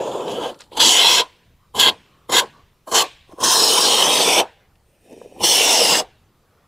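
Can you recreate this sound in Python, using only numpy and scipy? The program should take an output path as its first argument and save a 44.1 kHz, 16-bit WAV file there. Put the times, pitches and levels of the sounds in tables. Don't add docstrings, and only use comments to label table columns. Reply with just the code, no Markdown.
import sys
import numpy as np
from scipy import signal
from scipy.fft import rfft, irfft
from scipy.io import wavfile
from scipy.ndimage import uniform_filter1d

SR = 44100
rng = np.random.default_rng(int(sys.argv[2]) if len(sys.argv) > 2 else 0)


def attenuation_scalar(level_db):
    decades = np.asarray(level_db, float) / 20
    return 10 ** decades


def pcm_store(signal):
    levels = np.round(np.clip(np.atleast_2d(signal), -1, 1) * 32767)
    wavfile.write(sys.argv[1], SR, levels.astype(np.int16).T)


N = 294147

# time_s, gas_flow_db, foam_load_db
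FIRST_STROKES = [
    [(0, -39, 1), (.25, -42, -1.5), (.308, -33, -3.5), (.388, -37.5, -3), (.444, -32, -3.5),
     (.505, -39, -6.5), (.54, -59, -10.5), (.585, -66, -20)],
    [(.603, -44.5, 1.5), (.65, -58.5, -1), (.7, -75, 4.5)],
    [(.718, -58, -2.5), (.762, -47, 0), (.772, -24.5, 2), (.792, -30, 4), (.803, -12.5, -0.5),
     (1.04, -14, -2.5), (1.06, -13, 3), (1.128, -12.5, -2), (1.206, -15.5, 1.5)],
    [(1.743, -57.5, 3.5), (1.749, -41, 3.5), (1.762, -32.5, 2.5), (1.788, -25, 4), (1.798, -10.5, 1),
     (1.84, -14.5, -1.5), (1.886, -12.5, 2.5), (1.896, -14, -3.5), (1.908, -34.5, 1)],
]
SHORT_STROKES = [
    [(2.293, -49.5, -2.5), (2.297, -33, 6.5), (2.316, -32.5, -5), (2.323, -19.5, 3), (2.377, -12.5, 0),
     (2.402, -12.5, -4.5), (2.407, -23.5, -3), (2.418, -31.5, 3.5)],
    [(2.872, -61, -5), (2.876, -50.5, 3), (2.912, -48, -7.5), (2.918, -33, 2), (2.936, -30.5, 4.5),
     (2.952, -16.5, 3), (2.996, -16.5, 0), (3.024, -18, -2), (3.036, -38, 1.5)],
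    [(3.28, -76, -9.5), (3.305, -72, -8.5), (3.33, -66, -4.5), (3.345, -74.5, -7.5), (3.365, -74, -6.5)],
]
LONG_STROKES = [
    [(3.37, -82.5, -5), (3.383, -60.5, -1), (3.4, -49.5, 1), (3.404, -36.5, -2.5), (3.428, -32.5, 7.5),
     (3.438, -20.5, 0), (3.63, -20, -1), (3.94, -18.5, -1.5), (4.078, -19, -0.5), (4.278, -19, -0.5),
     (4.406, -17.5, 1), (4.412, -28, 6)],
    [(4.861, -83, -18), (4.92, -78, -16.5), (5.0, -76.5, -18), (5.03, -67, -9.5), (5.099, -62, 2),
     (5.129, -54.5, 6.5), (5.15, -61, 1), (5.245, -58.5, 3), (5.275, -63.5, -1.5), (5.39, -57.5, 1)],
    [(5.395, -56.5, -8), (5.407, -39.5, 2.5), (5.432, -27.5, -1), (5.44, -17, 0.5), (5.46, -18.5, -5.5),
     (5.55, -17.5, -4.5), (5.8, -19.5, 1.5), (5.952, -19, -0.5), (5.998, -23.5, 2)],
]
STROKES = FIRST_STROKES + SHORT_STROKES + LONG_STROKES

# (centre_hz, width_hz, level_db)
STRAW_PLACES = [
    (0, -19, 7870, -4.5, [(475, 310, -9.5), (960, 380, -19), (1670, 190, -20), (2800, 560, -14.5), (3400, 490, -12.5), (7070, 1200, -16), (10160, 600, -35.5)]),
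    (0.252, -23, 8160, -7, [(490, 370, -3.5), (865, 410, -10), (1604, 74, -14), (3160, 470, -11), (6990, 2000, -20), (8740, 530, -31.5), (10300, 460, -26)]),
    (0.53, -12, 2300, -1.5, [(400, 630, -1.5), (1300, 700, -14.5), (4530, 1500, -12), (7200, 1400, -15)]),
                (.7, -2.5, 8900, -4.5, [(970, 120, 0), (1710, 160, -5), (2030, 140, -11.5), (2700, 360, -1), (3225, 560, 12), (4020, 500, 4), (4720, 350, -2), (5400, 400, -8), (6100, 350, -1), (6600, 200, -1), (7650, 1100, -2.5), (10140, 1400, -5)]),
    (.91, -7, 8900, -5, [(470, 200, -2.5), (985, 130, 1.5), (1637, 130, -6.5), (2090, 150, 0), (3200, 570, 8.5), (5800, 600, -3), (6770, 300, 0.5), (7700, 450, -1.5), (9430, 310, -6), (10680, 600, -7.5)]),
    (1.02, -8.5, 9000, -6, [(655, 450, -8.5), (998, 150, 4.5), (1604, 110, -3), (2080, 230, -1.5), (2690, 250, 4.5), (3290, 500, 9), (4010, 470, 5), (5600, 920, 3), (6930, 670, 0), (7960, 270, -8), (10200, 500, -14.5)]),
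                (1.5, -12, 9100, -10.5, [(1025, 100, -1), (1620, 110, -5), (2080, 94, -4), (2800, 190, -3), (3240, 390, 6), (3794, 150, 1), (4200, 380, -8.5), (6990, 730, -10), (10070, 690, -21)]),
    (2.2, -7, 8760, -8.5, [(1017, 130, 5.5), (1620, 260, -4.5), (2060, 170, -3.5), (3260, 130, 7), (3650, 200, 2.5), (3980, 210, -1.5), (5400, 260, -9), (6950, 730, -6), (7830, 430, -12), (10590, 650, -10.5)]),
                (2.7, -2, 8770, -5.5, [(1082, 140, 5.5), (1598, 110, 0.5), (3075, 210, 5.5), (3690, 150, -4.5), (4240, 450, 0), (5080, 150, -9.5), (5570, 240, -7), (6325, 840, -4), (7240, 800, -1), (9940, 500, -14.5)]),
                (3.2, -3.5, 2240, -13, [(1040, 150, 6.5), (1610, 150, -9), (3147, 130, -2), (3970, 220, -8), (5340, 390, 6), (6200, 870, 4), (7120, 250, -1), (8830, 600, -9), (9500, 330, -5)]),
    (3.56, -4, 2220, -5.5, [(1006, 300, -1.5), (3115, 150, 2), (4000, 470, 5.5), (5330, 690, 5), (6710, 500, -2), (7950, 250, -9), (9140, 390, -7), (11100, 600, -13)]),
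    (3.7, -2.5, 2000, -9.5, [(1036, 390, -1.5), (3036, 160, 5), (3696, 240, 2.5), (3980, 150, 0.5), (4940, 390, 4), (5530, 490, 4.5), (6500, 330, 0.5), (8660, 140, -9), (9450, 500, -0.5)]),
    (3.87, -4, 1650, -3, [(690, 520, 1), (1000, 320, -0.5), (3110, 550, 5), (3700, 200, 7), (4170, 470, 2.5), (5360, 430, -1), (5740, 300, 1), (6760, 250, -3.5), (9300, 490, -8)]),
                (4.0, -1, 1500, -1, [(512, 150, 4), (980, 400, 4.5), (2620, 300, -3.5), (3150, 350, 9.5), (5350, 300, 2), (5970, 300, 4.5), (9000, 900, -4.5)]),
    (4.11, 0.5, 1500, -8, [(515, 120, -1), (900, 440, 5), (2570, 250, 2), (3080, 400, 2), (3710, 230, 6.5), (4440, 230, -1), (5160, 220, 0.5), (6070, 300, 1.5), (9000, 900, -5)]),
    (4.23, 0.5, 7275, -3.5, [(745, 410, 2.5), (2480, 680, 7.5), (3070, 500, 10.5), (3500, 250, 14), (5705, 910, 1.5), (6400, 300, -4), (7920, 160, -0.5), (8600, 390, -5.5), (9990, 180, -9)]),
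                (4.7, -26, 1368, -29.5, [(430, 570, 12), (2650, 600, -14), (5630, 570, -20.5), (8590, 550, -23.5)]),
    (5.02, -27, 1353, -33.5, [(430, 540, 9), (2566, 350, -14), (3030, 180, -15.5), (3656, 230, -20), (5656, 570, -20), (6730, 660, -27), (8600, 480, -26.5), (11000, 500, -28.5)]),
                (5.39, -2.5, 1500, -8, [(474, 640, -4.5), (817, 300, 0.5), (3050, 350, 7), (3500, 140, 4.5), (4330, 201, 0), (5506, 540, 7.5), (6070, 540, 1.5), (7280, 200, -6.5), (8600, 600, -7), (10300, 400, -2.5)]),
    (5.58, -3, 1600, -3.5, [(774, 390, 5.5), (2793, 430, 2.5), (3500, 200, -1.5), (5530, 640, 5.5), (6200, 360, 5), (7120, 360, -0.5), (7650, 230, -5.5), (10080, 800, -10)]),
    (5.76, -2.5, 7000, -3.5, [(600, 270, -2.5), (2860, 330, 7.5), (3570, 160, 0), (4090, 200, -5), (5300, 730, 5.5), (6320, 197, -6), (7750, 520, -3.5), (8950, 350, -8.5), (10400, 730, -4)]),
    (5.88, -1.5, 7000, 0.5, [(698, 540, 6), (2840, 280, 5), (3480, 170, 2), (5010, 550, 3.5), (6450, 310, -0.5), (7694, 600, -3.5), (10380, 580, -6.5)]),
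]
PLACES = STRAW_PLACES

# frequency_hz, level_db_per_hz
JET_SPECTRUM = [(24, -51), (40, -24.5), (267, -3), (473, 6.5), (563, 0.5), (976, 3), (1190, -10.5),
                (1780, -5), (2340, -6.5), (3070, -0.5), (4470, -8.5), (5320, -6.5), (8770, -7),
                (15600, -15)]
# time_s, treble_db
TIP_AIM = [(0, 3.5), (.3, 1.5), (.5, 0), (.56, 3.5), (.66, 3), (.74, -3), (.79, -1.5), (.805, -1), (.9, 3),
           (1.02, -2), (1.14, 4), (1.21, 0.5), (3.45, 1.5), (3.6, 2), (3.75, 1), (4.0, -1), (4.3, 1.5),
           (4.95, -7), (5.04, .5), (5.47, 0.5), (5.6, -0.5), (5.74, 1), (5.95, 0.5)]
# time_s, level_at_14khz_db
HAND_SHADE = [(0, -0.5), (.85, -2.5), (1.1, -1), (1.8, -6.5), (2.4, -3), (3.0, -3), (3.6, 0.5), (4.3, -4),
              (5.2, 1), (5.7, 1)]
# gurgle_db, sizzle_db, air_db, treble_sag_db (as pressure drops), fizz_db
STRAW_LIE = [(-7, -11, -20.5, 7, -79), (-33, -14, -21, -0.5, -87.5), (-17, -4.5, -14, 9.5, -47.5),
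             (-18.5, -3.5, -9, 23, -52), (-14, -3, -10.5, 11.5, -49.5), (-12.5, 0.5, -7.5, 9.5, -43.5),
             (-14.5, 3, -12, 0, -96), (-12.5, 1, -9, 7.5, -51), (-22, -4.5, -13.5, 3.5, -85),
             (-13, -0.5, -10.5, 1, -51)]

DB_PER_FLOW = (0.44, 1, 1, 0.84)
DB_PER_FOAM = (1, -0.014, 0.037, -0.49)
DB_PER_SAG = (0.12, 0.081, -0.92, -0.63)
DB_PER_AIM = (-0.12, -0.93, 1.5, 0.25)
SHUT_DB_PER_S = (430, 980, 1180, 1050)
OPEN_DB_PER_S = (3500, 1800, 1500, 1500)
SWELL_DB = (0.32, 0.22, 0.94, 0.88)
PLUG_DB, PLUG_S = (0.5, 2.5, -9.5, 0), 0.014
EASE_S = 0.0048

MOTTLE_DB, MOTTLE_HZ, MOTTLE_S = 0.9, 600, 0.07
GRAIN_DB, GRAIN_HZ, GRAIN_S = 2.2, 45, 0.16

# time_s, peak_db,
# lowest_hz, highest_hz
SKIN_SNAPS = [(0.1144, -28.5, 3000, 3800), (.205, -36, 2500, 4000), (0.28, -27.5, 2615, 3800),
              (0.3144, -40.5, 4300, 6470), (0.5427, -42, 900, 5300), (0.5891, -46, 3300, 9000),
              (0.6058, -35, 3010, 8360), (.607, -40.5, 800, 2406), (0.617, -37.5, 898, 5500),
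              (0.637, -49.5, 1000, 7450), (.7175, -47.5, 1197, 3500), (.727, -43, 2700, 3588),
              (.7323, -39, 2600, 4800), (1.751, -42.5, 9510, 12030), (1.764, -41, 9460, 12020),
              (3.3213, -46.5, 500, 1800), (4.7552, -57.5, 500, 4800), (5.1094, -55.5, 5000, 12000),
              (5.127, -52, 4940, 12000), (5.215, -52, 1206, 2300)]
# time_s, peak_db, pitch_hz
FOAM_BLOBS = [(0.606, -42, 940), (.7175, -36.5, 480), (0.732, -32.5, 368), (3.293, -38, 383.4),
              (3.321, -38.5, 622), (3.334, -30.5, 300), (3.34, -34, 300), (3.385, -27, 430),
              (5.05, -46, 436), (5.076, -45, 359), (5.104, -38.5, 430), (5.116, -39, 500),
              (5.128, -37, 330), (5.166, -36.5, 351), (5.177, -30.5, 420), (5.215, -28, 470),
              (5.215, -37.5, 926), (5.241, -39.5, 400), (5.249, -32.5, 480), (5.259, -28.5, 428),
              (5.314, -49, 757), (5.323, -33, 500), (5.349, -42, 352), (5.363, -37, 760),
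              (5.37, -39.5, 300), (5.382, -29, 393)]
# time_s, level_db, decay_s
GAS_PUFFS = [
    (.765, -40, 0.098),
    (1.75, -38, 0.11),
    (2.296, -40.5, 0.11),
    (2.914, -43.5, 0.051),
    (3.4, -38, 0.19),
    (5.405, -38.5, 0.079),
]

# frequency_hz, level_db_per_hz
FIZZ_SPECTRUM = [(290, -30), (500, 4), (583, -10.5), (739, -1.5), (861, -12), (1250, -15), (1420, 0),
                 (3190, -5), (8360, -13.5), (14000, -32)]
FIZZ_BODY_DB = (0, -1, -1.5, -0.5, 0.5, -5, -1, 6.5, 0, 1)
FIZZ_RING_DB = (-10, -9, -9.5, -3, -10.5, 0, -8.5, -3, -7, -4.5)
FIZZ_PACE = (1, 1, 1.05, 0.91, 1.05, 1.1, 1, 1.2, 1, 1.3)
FIZZ_FADE = (1.1, 0.88, 1.6, 1.5)
FIZZ_DB_PER_S, FROTH_DB, FROTH_DB_PER_S = 64.5, 10.5, 454

# frequency_hz, t60_s
ECHO_DECAY = [(200, 0.16), (1000, 0.94), (3000, 0.1), (8000, 0.089), (15000, 0.042)]
# frequency_hz, level_db_per_hz
GARDEN_SPECTRUM = [(20, -14.5), (70, -5.5), (100, -10.5), (170, -12.5), (240, -22.5), (400, -19.5),
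                   (770, -28), (1150, -30), (1600, -36), (2850, -38), (5000, -38.5), (8000, -42.5),
                   (15700, -43)]
# middle_s, half_length_s, level_db
DRONE_SWELLS = [
    (1.658, 0.056, -66),
    (2.207, 0.18, -62),
    (2.578, 0.049, -55),
    (6.658, 0.36, -63),
]
GARDEN_DB, DRONE_DB = -58.5, -85.5


def evened(x):
    return x / np.sqrt(np.mean(x ** 2) + 1e-20)


def read(points, hz):
    f, value = np.transpose(points)
    return np.interp(np.log(hz + 1), np.log(f + 1), value)


def add(mix, s, sound):
    part = mix[round(s * SR):][:len(sound)]
    part += sound[:len(part)]


def filtered(x, order, edges_hz, kind):
    return signal.sosfilt(signal.butter(order, edges_hz, kind, fs=SR, output="sos"), x)


def smooth_patches(patches, bins, frames):
    patches = uniform_filter1d(patches, max(round(bins), 1), 0)
    return evened(uniform_filter1d(patches, max(round(frames), 1), 1))


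def noise(gain, size, patchy_db, patch_hz, patch_s):
    hop = size // 4
    hz = np.fft.rfftfreq(size, 1 / SR)
    t = np.arange(N // hop + 5) * hop / SR
    real, imaginary, patches = rng.standard_normal((len(t), len(hz), 3)).T
    patches = smooth_patches(patches, patch_hz * size / SR, patch_s * SR / hop)
    z = (real + 1j * imaginary) * gain(hz[:, None], t) * attenuation_scalar(patchy_db * patches)
    return signal.istft(z, nperseg=size, noverlap=size - hop)[1][:N]


def mottle(hz, t, db, width_hz, seconds):
    patches = rng.standard_normal((len(hz), len(t)))
    return attenuation_scalar(db * smooth_patches(patches, width_hz / hz[1, 0], seconds / t[1]))


def flutter(hz):
    lowpass = signal.butter(2, hz, fs=SR, output="sos")
    return evened(signal.sosfiltfilt(lowpass, rng.standard_normal(N + 2 * SR))[SR:-SR])


def wander(t, hz):
    rates = hz * np.geomspace(0.3, 2, 8)
    return sum(np.sin(2 * np.pi * (f * t + rng.random())) for f in rates) / 2


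def garden():
    def floor_gain(hz, t):
        rumble_db = 1.2 * wander(t, hz=2.2) / (1 + (hz / 250) ** 2)
        return attenuation_scalar(read(GARDEN_SPECTRUM, hz) + rumble_db)

    def drone_gain(hz, t):
        peak = 1 / (1 + ((hz - 1170) / 130) ** 2)
        return peak + 0.15 / (1 + (hz / 4500) ** 4) + 0.28 / (1 + (hz / 800) ** 4)

    floor = evened(noise(floor_gain, 1024, patchy_db=2.5, patch_hz=300, patch_s=0.1))
    drone = evened(noise(drone_gain, 1024, patchy_db=3.0, patch_hz=200, patch_s=0.08))
    t = np.arange(N) / SR
    swells = attenuation_scalar(DRONE_DB)
    for middle, half, db in DRONE_SWELLS:
        swells = swells + attenuation_scalar(db) * np.exp(-((t - middle) / half) ** 2)
    return attenuation_scalar(GARDEN_DB) * floor + swells * drone


def ranges(hz):
    low, mid, high = [1 / (1 + (hz / edge) ** 24) for edge in (1350, 4500, 8000)]
    return [low, mid - low, high - mid, 1 - high]


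def trigger():
    t, gains = np.arange(N) / SR, np.zeros((4, N))
    laws = [DB_PER_FLOW, DB_PER_FOAM, DB_PER_SAG, SHUT_DB_PER_S, OPEN_DB_PER_S, PLUG_DB, DB_PER_AIM]
    for rows, (gurgle_db, sizzle_db, air_db, sag_db, _) in zip(STROKES, STRAW_LIE):
        s, flow_db, foam_db = np.transpose(rows)
        now = t[(t >= s[0] - 0.03) & (t < s[-1] + 0.2)]
        since_shut = np.maximum(now - s[-1], 0)
        drives = [
            np.interp(now, s, flow_db),
            np.interp(now, s, foam_db),
            np.interp(now, s[[0, -1]], (0, sag_db)),
            -since_shut ** 2 / (since_shut + EASE_S),
            -np.maximum(s[0] - now, 0),
            np.exp(-np.maximum(now - s[0], 0) / PLUG_S),
            np.interp(now, *np.transpose(TIP_AIM)),
        ]
        range_db = np.transpose(laws) @ drives
        for gain, db, lie_db in zip(gains, range_db, (gurgle_db, 0, sizzle_db, air_db)):
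            add(gain, now[0], attenuation_scalar(db + lie_db))
    return uniform_filter1d(gains, size=130)


def colour(hz, t):
    power = np.zeros((len(hz), len(t)))
    place = np.searchsorted([row[0] for row in PLACES], t, "right") - 1
    for k, (_, broad_db, notch_hz, notch_db, modes) in enumerate(PLACES):
        here = t[place == k]
        part = attenuation_scalar(2 * (read(JET_SPECTRUM, hz) + broad_db)) + 0 * here
        for f, width, db in modes:
            off = 2 * (hz - f * (1 + 0.008 * wander(here, hz=3))) / width
            swell_db = 0.43 * wander(here, hz=6)
            part += attenuation_scalar(2 * (db + swell_db)) / (1 + off ** 2 + 1.1 * off ** 4)
        notch = np.exp(-((hz - notch_hz) / (150 + 0.097 * notch_hz)) ** 2)
        power[:, place == k] = part * attenuation_scalar(2 * notch_db * notch)
    shade_db = np.interp(t, *np.transpose(HAND_SHADE))
    power = power * attenuation_scalar(2 * shade_db * np.clip((hz - 10500) / 3500, 0, 1.5))
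    power = sum(share * power / (share * power).sum(0) for share in ranges(hz))
    gain = np.sqrt(uniform_filter1d(power, size=13, axis=1))
    gain = gain * mottle(hz, t, MOTTLE_DB, MOTTLE_HZ, MOTTLE_S)
    return gain * mottle(hz, t, GRAIN_DB, GRAIN_HZ, GRAIN_S)


def spray():
    z = rfft(noise(colour, 1024, patchy_db=1.5, patch_hz=400, patch_s=0.037))
    shares = np.sqrt(ranges(np.fft.rfftfreq(N, 1 / SR)))
    shared = flutter(hz=91)
    flutter_db = (0.49, 0.64, 0.25, 1.5)
    out = 0
    for share, gain, swell_db, depth_db in zip(shares, trigger(), SWELL_DB, flutter_db):
        part = irfft(z * share, N)
        part = part / np.sqrt(uniform_filter1d(part ** 2, size=6000) + 1e-20)
        swell = swell_db * flutter(hz=7.9)
        quick = depth_db * (0.73 * shared + 0.35 * flutter(hz=150))
        out = out + part * gain * attenuation_scalar(swell + quick)
    return filtered(out, 2, 140, "highpass")


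def echo(x):
    hz, t, z = signal.stft(rng.standard_normal(SR), SR, nperseg=256)
    decay = attenuation_scalar(-60 * t / read(ECHO_DECAY, hz)[:, None])
    tail = signal.istft(z * decay, SR, nperseg=256)[1]
    return signal.fftconvolve(x, tail / np.linalg.norm(tail))[:N]


def snaps():
    out, t = np.zeros(N), np.arange(900) / SR
    envelope = np.exp(-t / 0.0046) * np.minimum(t / 0.00082, 1)
    for s, db, low_hz, high_hz in SKIN_SNAPS:
        tick = filtered(rng.standard_normal(len(t)), 3, (low_hz, high_hz), "bandpass")
        add(out, s, attenuation_scalar(db) * evened(tick) * envelope)
    return out


def fizz():
    gains, t = np.zeros((4, N)), np.arange(SR) / SR
    collapse = attenuation_scalar(FROTH_DB - FROTH_DB_PER_S * t)
    strokes = zip(STROKES, STRAW_LIE, FIZZ_BODY_DB, FIZZ_RING_DB, FIZZ_PACE)
    for rows, lie, body_db, ring_db, pace in strokes:
        shut_s, fizz_db = rows[-1][0], lie[-1]
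        for gain, fade, db, froth in zip(gains, FIZZ_FADE, (body_db, 0, 0, ring_db), (1, 1, 1, 0)):
            sinking = attenuation_scalar(-fade * pace * FIZZ_DB_PER_S * t)
            add(gain, shut_s, attenuation_scalar(fizz_db + db) * (sinking + froth * collapse))

    def hiss_gain(hz, t):
        return attenuation_scalar(read(FIZZ_SPECTRUM, hz) + 2 / (1 + ((hz - 3200) / 700) ** 2))

    hiss = noise(hiss_gain, 512, patchy_db=2.1, patch_hz=500, patch_s=0.04)
    z, hz = rfft(evened(hiss)), np.fft.rfftfreq(N, 1 / SR)
    low, mid = (1 / (1 + (hz / edge) ** 6) for edge in (2200, 4800))
    ring = 1 / (1 + ((hz - 3300) / 1050) ** 8)
    out = 0
    for share, gain in zip((low, mid - low, 1 - mid, ring), gains):
        out = out + irfft(z * share, N) * uniform_filter1d(gain, size=400)
    return out


def blobs():
    out, t = np.zeros(N), np.arange(900) / SR
    envelope = 2.4 * t / 0.0016 * np.exp(-t / 0.0016)
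    for s, db, hz in FOAM_BLOBS:
        add(out, s, attenuation_scalar(db) * envelope * np.sin(2 * np.pi * hz * t * (1.08 - 8 * t)))
    return out


def puffs():
    gain, t = np.zeros(N), np.arange(SR // 2) / SR
    for s, db, decay in GAS_PUFFS:
        add(gain, s, attenuation_scalar(db) * np.minimum(t / 0.012, 1) * np.exp(-t / decay))
    return gain * evened(filtered(rng.standard_normal(N), 2, (75, 260), "bandpass"))


def scene():
    foam = spray() + snaps() + blobs() + puffs()
    rise = np.minimum(np.arange(N) / (0.002 * SR), 1)
    mix = garden() + foam + attenuation_scalar(-42.5) * echo(foam) + fizz()
    return np.tile(rise * mix, (2, 1))


def top_cut(x):
    return signal.sosfilt(signal.butter(12, 15720, fs=SR, output="sos"), x)


def record(dry):
    white = rng.standard_normal(dry.shape)
    low = evened(signal.lfilter(*signal.butter(1, 100, fs=SR), white))
    hiss = attenuation_scalar(-76) * white + attenuation_scalar(-78) * low
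    limited = np.clip(dry + hiss, -1, 1)
    band_limit = signal.firwin(511, 15650, window=("kaiser", 9), fs=SR)
    return top_cut(signal.oaconvolve(limited, band_limit[None], "same"))


dry = scene()
out = record(dry)
pcm_store(out)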